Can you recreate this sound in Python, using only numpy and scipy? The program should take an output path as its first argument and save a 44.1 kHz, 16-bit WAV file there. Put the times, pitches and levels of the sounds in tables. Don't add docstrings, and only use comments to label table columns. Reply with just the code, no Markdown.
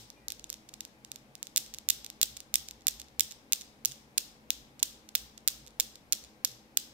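import sys
import numpy as np
from scipy import signal
from scipy.fft import rfft, irfft
from scipy.io import wavfile
from scipy.ndimage import uniform_filter1d, minimum_filter1d

SR = 44100
rng = np.random.default_rng(int(sys.argv[2]) if len(sys.argv) > 2 else 0)


def log_audio(samples):
    frames = np.atleast_2d(samples).T
    limited = np.clip(frames, -1, 1)
    pcm = np.round(limited * 32767).astype(np.int16)
    wavfile.write(sys.argv[1], SR, pcm)


def voltage_ratio(decibels):
    exponent = np.asarray(decibels, float) / 20
    return 10 ** exponent


N = 305613
LEAD = 8820

# delay in seconds, level at far port in dB, at near port in dB,
# centre in Hz, width in Hz.
WALL = (.0268, -33, -23.5, 7504, 7000)


def evened(x):
    return x / np.sqrt(np.mean(x ** 2) + 1e-20)


def read(points, hz, axis=1):
    table = np.transpose(points)
    return np.interp(np.log(hz + 1), np.log(table[0] + 1), table[axis])


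def fuzzy(hz, width):
    f = np.fft.rfftfreq(N, 1 / SR)
    band = 1 + (2 * (f - hz) / width) ** 2
    return evened(irfft(rfft(rng.standard_normal(N)) / band, N))


def ring(hz, centre_hz, width):
    return 1j * hz * width / (centre_hz ** 2 - hz ** 2 + 1j * hz * width)


def contacts():
    # start in seconds, peak at near port in dB.
    outer = [(1.56177, -1.7), (1.88848, -1.4), (2.215, -1.2), (2.54153, -1.9), (2.86936, -2.1),
             (3.19595, -2.7), (3.52355, -2.8), (3.85001, -3.7), (4.17799, -4.3), (4.50502, -2.3),
             (4.83235, -4.0), (5.15772, -6.4), (5.484, -3.3), (5.80693, -4.4), (6.13107, -3.6),
             (6.45216, -7.9), (6.7741, -3.9)]
    # start in seconds, peak in dB,
    # then gaps to the next contacts in ms.
    chain = [(1.57243, -3.0, 4.4, 2.44), (1.90056, -2.4, 2.91, 1.09), (2.22955, -2.5, 1.51, .26),
             (2.55616, -3.0, .35, .56), (2.88197, -4.8, .14, 2.39), (3.20699, -2.0, .36, .55),
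             (3.53237, -3.6, .45, .34), (3.85668, -4.8, .18, .15), (4.18095, -3.9, .43, .73),
             (4.50468, -7.2, .29), (4.82885, -3.2, .68, .28), (5.15281, -.6, .06),
             (5.47685, -1.5, .13, .08), (5.79958, -4.2, .56, 1.2), (6.12406, -4.1, .7, .17),
             (6.44815, -3.5, .17), (6.77208, -4.1, .77, .64)]
    # start in seconds, then gaps in ms.
    rebounds = [(1.73976, 6.55, 39.43), (2.04633, 17.8, 37.53), (2.36827, 3.46, 32.49),
                (2.68599, 1.27, 23.36), (2.99833, 2.89, 15.73), (3.31017, 4.25, 7.56),
                (3.61065, 2.71, 5.76), (3.91426, 5.62, .6), (4.79466, 4.66, 1.99), (5.08985, 1.43),
                (5.37753, 1.5, .61), (5.66526, 8.78, 5.79), (5.95589, .23, 1.65), (6.23952, .46, 8.38),
                (6.51549, 2.38)]
    # start in seconds, peak in dB, then any gap in ms.
    ticks = [(.1024, -27.5, .19), (.28343, -14, .18), (.3032, -28), (.30406, -15.5), (.32105, -14.6),
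             (.39557, -29.7, .68), (.44257, -23.7, .3), (.49524, -29.7), (.50148, -16, .16),
             (.52874, -18.4), (.54182, -21.9), (.68992, -28.8, 3.01), (.73897, -24.6, 2.1),
             (.80669, -17.8, 1.06), (.85124, -22), (1.04802, -26.1, 1.05), (1.11714, -19.2, .77),
             (1.15974, -21.9), (1.35339, -22), (1.42909, -12.2), (1.47029, -22.7), (1.66355, -28.5),
             (2.80902, -39, 11.22), (3.08489, -38.1), (5.70689, -40.6)]
    rebound_db, fade_db_per_s = -18.5, -3
    close_ms, close_db = .22, -1
    far_full_db, far_per_db, far_spread_db = -4.3, 0.06, -0.7

    first_s = rebounds[0][0]
    loose = [(s, rebound_db + fade_db_per_s * (s - first_s), *gaps) for s, *gaps in rebounds]
    rows = []
    for runs, squeezed_db in ((outer + ticks + loose, 0), (chain, close_db)):
        for s, db, *gaps in runs:
            far_db = far_full_db + far_per_db * db + far_spread_db * rng.standard_normal()
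            rows.append((s, db, far_db))
            for ms, gap in zip(np.cumsum(gaps), gaps):
                rows.append((s + ms / 1000, db + squeezed_db * (gap < close_ms), far_db))
    return sorted(rows)


def blows(db, late_s, hz):
    # centre in Hz, width in Hz, gain.
    capsule = (14950, 5900, 8)
    contact_s, spread = .000143, .045
    skew, edge_hz = .62, 10100

    s = 2j * np.pi * hz
    q = s * contact_s * (1 + spread * rng.standard_normal(db.shape)) + skew
    force = (1 + np.exp(-q)) / (q ** 2 + np.pi ** 2)
    blur = np.exp(-(hz / (edge_hz * voltage_ratio(.085 * db))) ** 2)
    shape = s ** 2 * force * blur * (1 + capsule[2] * ring(hz, *capsule[:2]))
    shape = shape / (1 + (hz / 16800) ** 40)
    shape = shape / (1 + (950 / (hz + 1)) ** 6)
    trough = -irfft(shape * np.exp(s * .6 / SR)).min(1, keepdims=True) * .87
    return voltage_ratio(db) * shape / trough * np.exp(-s * late_s)


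def port(paths, clutter, wall_db, hz, scatter):
    # centre in Hz, width in Hz.
    rings = [(3250, 410), (7380, 130), (1500, 700)]
    out = 0
    for k, (s, plain, *rung) in enumerate(paths):
        late = s * (1 + .012 * scatter[:, [k]])
        size = voltage_ratio(1.5 * min(k, 1) * scatter[:, [k + len(paths)]])
        colour = plain + sum(gain * ring(hz, *body) for gain, body in zip(rung, rings))
        out = out + size * colour * np.exp(-2j * np.pi * hz * late)

    clutter_db, t60_s = clutter
    t = np.arange(2 * len(hz) - 2) / SR
    alike = rng.standard_normal(len(t))
    own = rng.standard_normal((len(scatter), len(t)))
    burst = (alike + 0.53 * own) * voltage_ratio(-60 * t / t60_s) * (t > .0002)
    burst = rfft(burst / np.linalg.norm(burst, axis=1, keepdims=True))
    burst = burst * voltage_ratio(clutter_db) / (1 + (8000 / (hz + 1)) ** 4)

    wall = voltage_ratio(wall_db + 2.5 * scatter[:, [-1]]) * ring(hz, *WALL[3:])
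    wall = wall * np.exp(-2j * np.pi * hz * WALL[0])
    return out + burst + wall


def balls():
    # time in seconds, peak in dB, far minus near in dB.
    others = [
        (-.09, 2.5, -4),
        (-.08, -7, -4),
    ]
    # delay in seconds, plain gain, then gain into each body ring.
    far_paths = [
        (.000039, .21, 2.0, -1.19, .5),
        (.00051, .03, 2.05, -.95, 0),
        (.001065, -.14, .16, .13, 0),
        (.001672, -.04, .11, .07, 0),
    ]
    # delay in seconds, plain gain, gain into each body ring.
    near_paths = [
        (0, 1, 0, 0, 0),
        (.000547, .06, 0, 0, 0),
        (.001115, .02, 0, 0, 0),
        (.001416, .07, 0, 0, 0),
    ]
    # level in dB, 60 dB decay in seconds.
    clutter = [
        (-12, 0.0057),
        (-1, 0.00067),
    ]

    s, db, far_db = np.transpose(contacts() + others)[:, :, None]
    size = 2048
    hz = np.fft.rfftfreq(size, 1 / SR)
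    place = s * SR + LEAD - 64
    start = np.floor(place).astype(int)
    source = blows(db, (place - start + 62.4) / SR, hz)
    scatter = rng.standard_normal((len(s), 2, 2 * len(far_paths) + 1))
    far = voltage_ratio(.6 * (far_db + 4.8)) * port(far_paths, clutter[0], WALL[1], hz, scatter[:, 0])
    near = port(near_paths, clutter[1], WALL[2], hz, scatter[:, 1])
    pair = np.arange(len(s))[:, None] % 3
    out = np.zeros((5, N + LEAD + size))
    for row, path in zip(out, (far, near, pair == 0, pair == 1, pair == 2)):
        np.add.at(row, start + np.arange(size), irfft(source * path, size))
    return out[:2], out[2:]


def room(pairs):
    # frequency in Hz, 60 dB decay in seconds.
    room_t60 = [(1000, 0.72), (2600, 0.51), (5000, 0.49), (8000, 0.39), (14000, 0.31)]
    # frequency in Hz, left in dB, right in dB.
    room_colour = [(1040, 11, 3.5), (2000, -2.5, 2.5), (3540, 8, -3.5), (4500, 0.5, -5), (5100, 2.5, -3),
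                   (6960, -5, -3), (8400, -8, -1), (10130, 2.5, -3), (12500, -9.5, -0.5), (14800, -11, 2)]
    room_db = -14.5

    hz, t, z = signal.stft(rng.standard_normal((3, 2, SR // 2)), SR, nperseg=128)
    colour = np.array([read(room_colour, hz, axis=1), read(room_colour, hz, axis=2)])[:, :, None]
    z = z * voltage_ratio(colour - 60 * t / read(room_t60, hz)[:, None])
    tails = signal.istft(z, SR, nperseg=128)[1] / np.sqrt(SR * .03)
    tails = 0.86 * tails + 0.28 * tails[0]
    rise = np.clip((np.arange(tails.shape[-1]) / SR - .001) / 0.00077, 0, 1)
    wet = signal.oaconvolve(pairs[:, None], tails * rise, axes=2)
    return voltage_ratio(room_db) * wet.sum(0)[:, :pairs.shape[1]]


def air():
    # frequency in Hz, density in dB per Hz.
    air_colour = [(15, -35), (25, -3), (76, -10.5), (238, -3), (368, -8.5), (538, -5), (687, -11.5),
                  (787, -8.5), (1470, -16), (2270, -14.5), (2980, -20), (3510, -21), (8830, -29),
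                  (14400, -29.5), (16500, -38.5)]
    # frequency in Hz, likeness of the two ports from -1 to 1.
    likeness = [(60, 0.25), (180, 0.66), (550, 0.78), (1650, -0.5), (4970, 0.18), (15000, -0.067)]
    # frequency in Hz, left minus right in dB.
    left_lean = [(60, 0.5), (180, 2.3), (550, 1.7), (1650, 4.1), (4970, 2.2), (15000, 5.2)]
    air_db = -62

    frames, hz = N // 256 + 5, np.fft.rfftfreq(1024, 1 / SR)
    a, b, c, d = rng.standard_normal((frames, 513, 4)).T
    same = np.clip(read(likeness, hz), -1, 1)[:, None]
    tilt = voltage_ratio(read(left_lean, hz)[:, None] / 2)
    left = a + 1j * b
    right = same * left + np.sqrt(1 - same ** 2) * (c + 1j * d)
    z = np.array([left * tilt, right / tilt])
    z *= voltage_ratio(read(air_colour, hz))[:, None]
    return voltage_ratio(air_db) * evened(signal.istft(z, nperseg=1024, noverlap=768)[1][:, :N])


def hum():
    # frequency in Hz, width in Hz, level in dB.
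    lines = [(218.4, 22, -68), (266, 13, -76.5), (315.4, 13.5, -72.5), (412, 39, -80), (496, 20, -78.5),
             (620, 9.4, -87), (732, 13, -81.5), (790, 6, -82), (843, 6.3, -82.5), (1574, 12, -87.5)]
    return sum(voltage_ratio(db) * fuzzy(hz, width) for hz, width, db in lines) * voltage_ratio([[.5], [-.5]])


def desk():
    # frequency in Hz, width in Hz.
    modes = [
        (59, 25.9),
        (132, 28.4),
    ]
    # time in seconds, low mode in dB, high mode in dB.
    thuds = [(.01, -78, -55.5), (.3, -65, -67), (.38, -64, -70), (.52, -64, -69), (.76, -66, -65),
             (1.31, -80, -61), (1.73, -59, -64), (1.91, -66, -68), (1.97, -68, -64), (2.05, -67, -83),
             (2.32, -59, -63), (2.61, -57, -60.5), (2.75, -63, -69), (2.97, -57, -71), (3.22, -60, -59.5),
             (3.63, -66, -72.5), (3.9, -60, -54.5), (4.28, -64.5, -79.5), (4.61, -60, -68),
             (4.87, -65, -70), (5.23, -55, -62.5), (5.55, -64, -75), (5.63, -60, -61.5),
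             (5.87, -61.5, -65.5), (6.23, -62, -69), (6.52, -70, -55.5), (6.87, -66, -64.5)]
    # rise in dB per second, fall in dB per second, restless bed in dB.
    shapes = [
        (130, 140, -74),
        (240, 225, -72.5),
    ]

    s, *levels = np.transpose(thuds)
    t, out = np.arange(N) / SR, 0
    coarse = t[::64]
    late = coarse[:, None] - s
    for db, (hz, width), (rise, fall, bed_db) in zip(levels, modes, shapes):
        swell = voltage_ratio(db + np.minimum(rise * late, -fall * late)).sum(1)
        wander = hz + 0.301 * width * fuzzy(0, 16.4)
        out = out + np.interp(t, coarse, swell) * np.sin(2 * np.pi * np.cumsum(wander) / SR)
        out = out + voltage_ratio(bed_db) * fuzzy(hz, 0.92 * width)
    return out


def squeaks():
    # start in seconds, length in seconds, start in Hz, end in Hz, level in dB.
    glides = [
        (.145, .07, 2440, 2390, -73),
        (.152, .047, 2830, 2840, -79),
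        (.19, .09, 2410, 2390, -81),
        (.195, .11, 1965, 1910, -76),
        (.85, .08, 1690, 1670, -81),
    ]
    out = np.zeros(N)
    for s, length, start_hz, end_hz, db in glides:
        hz = np.linspace(start_hz, end_hz, int(length * SR))
        at = int(s * SR)
        rough = 2 + uniform_filter1d(rng.standard_normal(len(hz)), 150) * 9
        whistle = np.sin(2 * np.pi * np.cumsum(hz) / SR)
        out[at:at + len(hz)] += voltage_ratio(db) * np.hanning(len(hz)) * rough * whistle
    return out


def scene():
    ports, pairs = balls()
    clacks = (ports + room(pairs))[:, LEAD:LEAD + N]
    return clacks + air() + hum() + desk() + squeaks()


def band_limit(x):
    return signal.sosfilt(signal.butter(12, 17150, fs=SR, output="sos"), x)


def record(dry):
    knee, ceiling = .6, .98
    steady_hz, blow_hz = 15800, 16850
    blow_hold_s, blow_peak = .006, .1

    over = np.maximum(abs(dry) - knee, 0) / (ceiling - knee)
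    rounded = dry - np.sign(dry) * (ceiling - knee) * (over - np.tanh(over))

    def limited(size, hz):
        taps = signal.firwin(size, hz, window=("kaiser", 7), fs=SR)
        return signal.oaconvolve(rounded, taps[None], "same")

    low, wide = limited(1023, steady_hz), limited(255, blow_hz)
    hold = int(blow_hold_s * SR)
    held_peak = -minimum_filter1d(-abs(wide).max(0), hold)
    blow = uniform_filter1d(1. * (held_peak > blow_peak), hold // 2)
    return band_limit(low + blow * (wide - low))


dry = scene()
out = record(dry)
log_audio(out)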